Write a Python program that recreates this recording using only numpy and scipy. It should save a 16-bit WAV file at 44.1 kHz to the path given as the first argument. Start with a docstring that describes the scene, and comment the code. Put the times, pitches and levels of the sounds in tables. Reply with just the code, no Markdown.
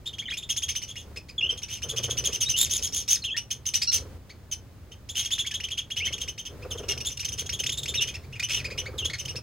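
"""Rough chirps tumble over each other as budgerigars squabble round a bowl on an aviary's concrete floor.
Clear whistles and one nasal note join in, wings flutter now and then, and a rumble and a drone lie below.
Voices are stacks of sliding partials broken up by noise; wings, rumble and drone are filtered noise.
The walls add a short tail, and two close microphone ports hear it all with a phase twist in the treble."""
import sys
import numpy as np
from scipy import signal
from scipy.fft import rfft, irfft, next_fast_len
from scipy.io import wavfile

SR = 44100
rng = np.random.default_rng(int(sys.argv[2]) if len(sys.argv) > 2 else 0)


def store_wav(level_fs):
    """Save 16-bit WAV to argv[1]."""
    pcm = np.round(np.clip(np.atleast_2d(level_fs), -1, 1) * 32767)
    wavfile.write(sys.argv[1], SR, pcm.T.astype(np.int16))


N = 415422   # length of the scene in samples


def from_db(db):
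    """Turn decibels into a gain."""
    return 10 ** (np.asarray(db) / 20)


def rms_one(x):
    """Scale a sound so that its rms is 1."""
    return x / np.sqrt(np.mean(x ** 2) + 1e-20)


def band(x, low_hz, high_hz):
    """Keep what lies between two frequencies (Butterworth band-pass)."""
    return signal.sosfilt(signal.butter(2, [low_hz, high_hz], "band", fs=SR, output="sos"), x)


def wander(rate_hz):
    """Random drift with rms 1: noise smoothed twice by a one-pole low-pass."""
    r = np.exp(-2 * np.pi * rate_hz / SR)
    noise = rng.standard_normal(N + SR)
    smooth = signal.lfilter([1], [1, -2 * r, r * r], noise)
    return rms_one(smooth[SR:])   # the first second lets the filter settle


def by_hz(x, gain):
    """Filter by a gain given as a function of frequency in Hz."""
    size = next_fast_len(N + SR)
    hz = np.arange(size // 2 + 1) * SR / size
    return irfft(rfft(x, size) * gain(np.maximum(hz, 1)), size)[..., :N]


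def drone():
    """A narrow low band of noise swells and fades."""
    # loudness of the drone over time: t/s, level/dB
    drone_levels = [(1.6, -59), (2.0, -42), (3.1, -57.5), (6.4, -58.5), (6.7, -50.5), (9.4, -45.5)]
    level_db = np.interp(np.arange(N) / SR, *np.transpose(drone_levels))
    return from_db(level_db) * rms_one(band(rng.standard_normal(N), 108.8, 134.4))


def rumble(level_db, side_db=-15.0, side_tilt_db=2.0):
    """Far noise, most alike at both ports in the bass, where the shed booms."""
    # relative spectrum of the noise: f/Hz, level/dB
    spectrum = [(25, -11), (82, 2), (796, -21.5), (2840, -31), (6380, -35), (16000, -44.5)]
    hz, db = np.transpose(spectrum)
    noise = rng.standard_normal((2, N))
    mid, side = by_hz(noise, lambda f: from_db(np.interp(np.log(f), np.log(hz), db)))
    # the difference between the ports grows by side_tilt_db per octave
    side = by_hz(side, lambda f: from_db(np.minimum(side_db + side_tilt_db * np.log2(f / 60), -3.0)))
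    mid = mid + 0.95 * band(mid, 50.5, 106.6)
    return from_db(level_db) * (mid + side * [[1], [-1]]) / np.std(mid)


def stir_db(rest_db=-69.0):
    """Wing level in dB: each burst rises out of a faint constant shuffle and dies away."""
    # bursts of wing beats: t/s, length/ms, level/dB
    bursts = [(1.031, 170, -56), (1.38, 205, -49), (1.796, 640, -46), (2.399, 650, -54.5), (3.93, 256, -49),
              (5.94, 410, -56), (6.477, 655, -44), (7.2, 1260, -52), (8.478, 695, -45.5), (9.198, 330, -48)]
    power = np.full(N, from_db(2 * rest_db))   # twice the dB gives power
    for s, ms, db in bursts:
        at = np.arange(round(s * SR), min(round((s + ms / 1000) * SR), N))
        power[at] += from_db(2 * db) * signal.windows.tukey(len(at), .5)
    return 10 * np.log10(power)


def wings(level_db, beats_per_s=24.0):
    """Each uneven stroke pushes a short puff of air; strokes come in clumps and feathers rustle above."""
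    stroke = np.cumsum(beats_per_s * (1 + 0.406 * wander(5.04))) / SR   # strokes so far
    clumps = from_db(5.0 * wander(7.0))
    puff = np.cos(np.pi * stroke) ** 4 * clumps + .4
    shared, differing = rng.standard_normal((2, N))
    air = shared + 0.13 * differing * [[1], [-1]]
    feathers = band(air, 365.0, 545.0) + from_db(-15.0) * band(air, 754.0, 1440.0)
    return from_db(level_db) * rms_one(puff * feathers)


def whistles(rows, partials_db):
    """Steady glides of a few clean partials with soft ends."""
    out, unsteady = np.zeros(N), wander(126.0)
    for s, ms, first_hz, last_hz, db in rows:
        size = round(ms * SR / 1000)
        at = round(s * SR) + np.arange(size)
        pitch = np.linspace(first_hz, last_hz, size) * (1 + 0.02 * unsteady[at])
        phase = 2 * np.pi * np.cumsum(pitch) / SR
        tone = sum(from_db(part_db) * np.sin(order * phase)
                   for order, part_db in enumerate(partials_db, 1))
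        out[at] += from_db(db) * signal.windows.tukey(size, .4) * tone
    return out


def calls():
    """List every chirp and squawk: t/s, basic length/ms, f/Hz, level/dB, octave level/dB, scoop."""
    # short chirps: t/s, f/Hz, level of the fundamental/dB
    chirp_rows = [(0.056, 3720, -37), (0.128, 3370, -45.5), (0.182, 3330, -36.5), (0.335, 3000, -39.5),
                  (0.368, 3686, -37.5), (0.49, 3290, -33.5), (0.562, 3510, -35), (0.619, 3330, -38),
                  (0.681, 3230, -36.5), (0.751, 3145, -35.5), (0.817, 3026, -41.5), (0.875, 3330, -50),
                  (1.159, 2690, -46), (1.284, 2540, -51), (1.498, 2870, -44), (1.572, 3330, -44.5),
                  (1.618, 2854, -41.5), (1.819, 3185, -39), (1.884, 3390, -39), (1.961, 3124, -37),
                  (2.027, 3200, -36.5), (2.096, 3310, -39), (2.169, 3020, -37), (2.239, 3280, -35),
                  (2.322, 3113, -38), (2.486, 3080, -34.5), (3.237, 3370, -33), (3.364, 2974, -30.5),
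                  (3.504, 3236, -38), (3.654, 3210, -40), (3.737, 3030, -35), (3.815, 2710, -37.5),
                  (5.088, 3584, -42), (5.246, 3300, -36.5), (5.38, 3396, -32.5), (5.462, 3436, -32.5),
                  (5.51, 3270, -33.5), (5.537, 3400, -32.5), (5.6, 3130, -35.5), (5.634, 3276, -34.5),
                  (5.684, 3050, -37.5), (5.704, 3370, -34.5), (5.774, 3250, -30), (5.902, 3280, -36),
                  (5.961, 3080, -33), (6.046, 3117, -33.5), (6.123, 3350, -34.5), (6.179, 3100, -39.5),
                  (6.203, 3195, -37.5), (6.276, 3146, -37), (6.377, 3180, -41), (6.451, 3240, -42),
                  (6.974, 3280, -41.5), (7.002, 3025, -43.5), (7.102, 3070, -46), (7.171, 3100, -41.5),
                  (7.192, 3010, -39.5), (7.246, 3246, -36), (7.282, 3355, -40.5), (7.317, 3160, -42.5),
                  (7.376, 3176, -39), (7.459, 3400, -43), (7.491, 3110, -35.5), (7.521, 3350, -38),
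                  (7.589, 3260, -33), (7.635, 3200, -31.5), (7.661, 3770, -30.5), (7.691, 3700, -30),
                  (7.718, 3690, -36.5), (7.771, 3770, -37), (7.83, 3890, -36), (7.856, 2950, -34.5),
                  (7.877, 3680, -34.5), (7.938, 2940, -32), (8.006, 3023, -29.5), (8.071, 3256, -37),
                  (8.138, 2630, -41.5), (8.231, 2360, -58), (8.395, 2620, -30.5), (8.424, 3063, -31.5),
                  (8.642, 2560, -35.5), (8.701, 2510, -42.5), (8.775, 3035, -36), (8.855, 2340, -40.5),
                  (9.046, 3450, -32), (9.096, 2270, -39.5), (9.182, 2964, -41), (9.251, 3240, -39.5),
                  (9.277, 2860, -43), (9.354, 2815, -42)]
    # chirps that start high and fall: t/s, f/Hz, level of the fundamental/dB
    falling_rows = [(2.405, 2817, -34.5), (4.513, 2940, -41), (6.705, 2920, -41), (6.774, 2860, -47.5),
                    (6.883, 2834, -38), (8.979, 2990, -36), (9.132, 2070, -38)]
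    # drawn-out squawks: t/s, basic length/ms, f/Hz, level of the fundamental/dB
    squawk_rows = [(0.954, 84, 3364, -52.5), (1.682, 112, 3060, -43), (2.562, 113, 3673, -34.5),
                   (2.694, 108, 3393, -40), (2.818, 70, 3366, -41.5), (2.921, 117, 3243, -45.5),
                   (3.078, 96, 3177, -39), (3.917, 69, 3010, -37), (5.148, 107, 3223, -38),
                   (5.305, 61, 3450, -33), (7.048, 55.5, 3457, -38), (8.486, 133, 2964, -34)]
    # lone chirps of birds further off that cut across the runs: t/s, f/Hz, level of the fundamental/dB
    answer_rows = [(0.216, 2340, -46.5), (0.299, 3290, -36.5), (0.316, 2500, -38), (0.422, 3495, -43.5),
                   (0.684, 2390, -43.5), (0.897, 3350, -44), (0.956, 2930, -40.5), (2.298, 2620, -51.5),
                   (4.293, 2350, -51), (4.913, 3090, -50), (5.394, 2760, -44), (5.443, 2300, -44),
                   (6.065, 2190, -40), (6.62, 2730, -49), (6.828, 2970, -49), (6.908, 3370, -46),
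                   (7.222, 2506, -46), (8.08, 2540, -44), (8.323, 2820, -45.5), (8.352, 2460, -45)]
    # harshness of the squabble: t/s, level of the octave over the fundamental/dB
    harshness = [(0.1, -13), (0.5, 1.5), (1.6, -2), (2.2, 1.5), (3.1, 10.5), (3.24, -9.5), (3.5, 4),
                 (3.95, 9.5), (5.1, -0.5), (5.75, -10.5), (6.3, -3), (7.2, 3), (7.9, -4), (9.0, -7),
                 (9.2, 2)]
    far_dull_db = -9         # distance takes this much off the octave of an answer
    rise, fall = 0.42, -0.3  # basic share of the pitch by which a call starts low (or high)
    run_gap_ms = 92          # calls closer than this belong to one run
    run_fill, lone_ms = 0.6, 34.5   # basic length: share of the gap in a run, fixed for a lone chirp

    starts = np.sort([row[0] for row in chirp_rows + falling_rows + squawk_rows] + [np.inf])
    rows = [(*row, rise, 0) for row in squawk_rows]
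    near = [(*row, rise) for row in chirp_rows] + [(*row, fall) for row in falling_rows]
    for s, hz, db, scoop in near:
        gap_ms = 1000 * (starts[starts > s][0] - s)
        ms = run_fill * gap_ms if gap_ms < run_gap_ms else lone_ms
        rows.append((s, ms, hz, db, scoop, 0))
    rows += [(s, lone_ms, hz, db, rise, far_dull_db) for s, hz, db in answer_rows]
    return [(s, ms, hz, db, np.interp(s, *np.transpose(harshness)) + dull_db, scoop)
            for s, ms, hz, db, scoop, dull_db in rows]


def chirps(waver=0.02, droop=1.7, step_db=-5.5, half_db=-18.0, breath_db=-2.5):
    """The syrinx starts off pitch, slides to pitch and sags; bright or long calls are pressed and rough."""
    out, unsteady = np.zeros(N), wander(76.3)
    shaky = wander(400.0) + 1j * wander(390.0)
    # each partial breaks up on its own: it reads the same noise at another time
    flutter = [np.roll(shaky, order * SR // 2) for order in range(13)]
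    breath = rms_one(band(rng.standard_normal(N), 2900.0, 7500.0))
    rasp = wander(170.0)   # the air flow stutters in a rough call
    rows = calls()
    tempers = rng.uniform(-1.0, 1, len(rows))   # calls differ in slide and hoarseness
    for (s, ms, hz, db, octave_db, scoop), temper in zip(rows, tempers):
        t = np.arange(round(1.097 * ms * SR / 1000))   # a call sounds a little over its basic length
        at, part, t_ms = round(s * SR) + t, t / len(t), t * 1000 / SR
        push_db = 0.011 * (db + octave_db + 26.5)   # loud calls gain treble faster than body
        rough = np.clip(0.3895 + 0.016 * octave_db + 0.005 * (ms - 45) + 0.12 * temper, .05, .7)

        settle_ms = 5.0 if scoop > 0 else 12.0
        slide = scoop * (1.2 - rough) * (1 - temper / 2) * np.exp(-t_ms / settle_ms)
        arch = 0.2 * rough * (1 - part / 0.45) ** 2   # below pitch away from 45 % of the call
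        sag = droop * min(rough, .45) * (1 + temper / 2) * np.maximum(part - .65, 0)
        pitch = hz * (1 - slide - arch - sag)
        phase = np.pi * np.cumsum(pitch * (1 + waver * unsteady[at])) / SR   # of half the pitch

        onset = np.exp(-t_ms / 6.9)
        grip = 1 - 0.55 * (scoop > 0) * onset   # the tone is weak while it slides up
        scratch = rough + 0.9 * onset           # air rushes before the voice takes hold
        voice = from_db(breath_db) * scratch * (1 + from_db(octave_db)) / 2 * breath[at]
        for order, noise in enumerate(flutter, 1):   # order 2 is the fundamental, 4 its octave
            treble_db = push_db + step_db * (1.93 - rough / 2) * abs(order / 2 - 2) ** 1.02
            gain = from_db((order > 2) * octave_db + (order > 4) * treble_db)
            if order % 2:   # pressed membranes skip every other beat: lines halfway between the partials
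                gain = gain * rough * from_db(half_db * (1.0 + 2 * (order == 1)))
            steady_and_broken = np.sqrt(2 - 2 * rough) + np.sqrt(rough) * noise[at]
            voice += grip * gain * np.real(steady_and_broken * np.exp(1j * order * phase))

        # a sharp start, a swell to about a third of the call (long calls hold it), then a fade
        attack = 1 - np.exp(-t_ms / 0.73)
        swell = 0.32 + np.sin(np.pi * part ** 0.63) ** min(2, 203.0 / ms)
        effort = attack * swell * np.cos(np.pi / 2 * part ** 3.24)
        out[at] += from_db(db + 5.2 * rough * rasp[at]) * effort * voice
    # windpipe and beak favour a resonance and its octave, so each slide lights up as it arrives there
    return 1.298 * out + 0.5 * band(out, 3040.0, 3860.0) + 0.53 * band(out, 5120.0, 6630.0)


def aviary(x, t60_s=0.15, side_db=-19.5):
    """Hard walls give a dense tail, fading 60 dB in t60_s and mostly alike at both ports."""
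    t = np.arange(round(.4 * SR)) / SR
    tail = rng.standard_normal((2, len(t))) * from_db(-60 * t / t60_s) * (t > .003)
    tail = band(tail, 800.0, 13400.0)
    mid, side = signal.fftconvolve(x[None], tail / np.linalg.norm(tail[0]), axes=1)[:, :N]
    return mid + from_db(side_db) * side * [[1], [-1]]


def scene():
    """Birds in their room over wings, rumble and drone; the rumble swells as the flock stirs."""
    # clear whistles: t/s, length/ms, first f/Hz, last f/Hz, level before the partials' own/dB
    whistle_rows = [(0.254, 16, 3280, 2900, -37), (0.267, 37, 2880, 4120, -38.5),
                    (0.282, 10, 2230, 1780, -36.5), (1.379, 21.3, 3490, 3260, -26.5),
                    (1.408, 10, 2920, 2420, -27), (1.457, 16, 2490, 3420, -30),
                    (1.421, 36, 2754, 3010, -24.5), (1.49, 21.5, 3183, 3054, -23.5),
                    (2.456, 36, 3680, 3970, -32.5), (2.536, 38, 2837, 3056, -28),
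                    (3.22, 17, 4350, 4040, -38.5), (3.262, 46, 3380, 2470, -34), (3.3, 42, 3050, 3470, -32),
                    (3.343, 19, 1770, 1920, -38), (5.505, 35, 1800, 1745, -48),
                    (5.999, 59, 2016, 3240, -31.5), (7.97, 33, 4100, 3190, -28),
                    (7.992, 39, 2700, 2910, -31), (9.021, 34, 2650, 3240, -34.5)]
    # a low nasal note with bright stacked partials: columns as for the whistles
    nasal_rows = [(3.87, 38, 1400, 1407, -24)]
    wing_db = stir_db()
    birds = chirps()
    birds = birds + whistles(whistle_rows, (4.0, -18.0))
    birds = birds + whistles(nasal_rows, (-26.5, -16.0, -4.5, 3.0))
    floor = rumble(-45.5 + 0.22 * (wing_db - wing_db.mean())) + drone()
    return birds + from_db(-9.5) * aviary(birds) + wings(wing_db) + floor


def record(dry):
    """The ports share the phase twist between them and lift the top treble; above that it is cut."""
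    # phase by which the left port leads the right: f/Hz, phase/rad
    port_twist = [(4500, -.2), (5500, -1.1), (6200, -6.3), (8300, -8.8), (10400, -6.9), (12000, -6.3)]
    cutoff_hz = 16500   # from here up all is at least 70 dB down
    hz, radians = np.transpose(port_twist)

    def port_gain(f):
        lift = from_db(10.0 / (1 + ((f - 15400.0) / 650.0) ** 2))
        return lift * np.exp(1j * np.interp(f, hz, radians / 2) * [[1], [-1]])

    ports = by_hz(dry, port_gain)
    return signal.sosfilt(signal.cheby2(20, 70, cutoff_hz, fs=SR, output="sos"), ports)


dry = scene()
out = record(dry)
store_wav(out)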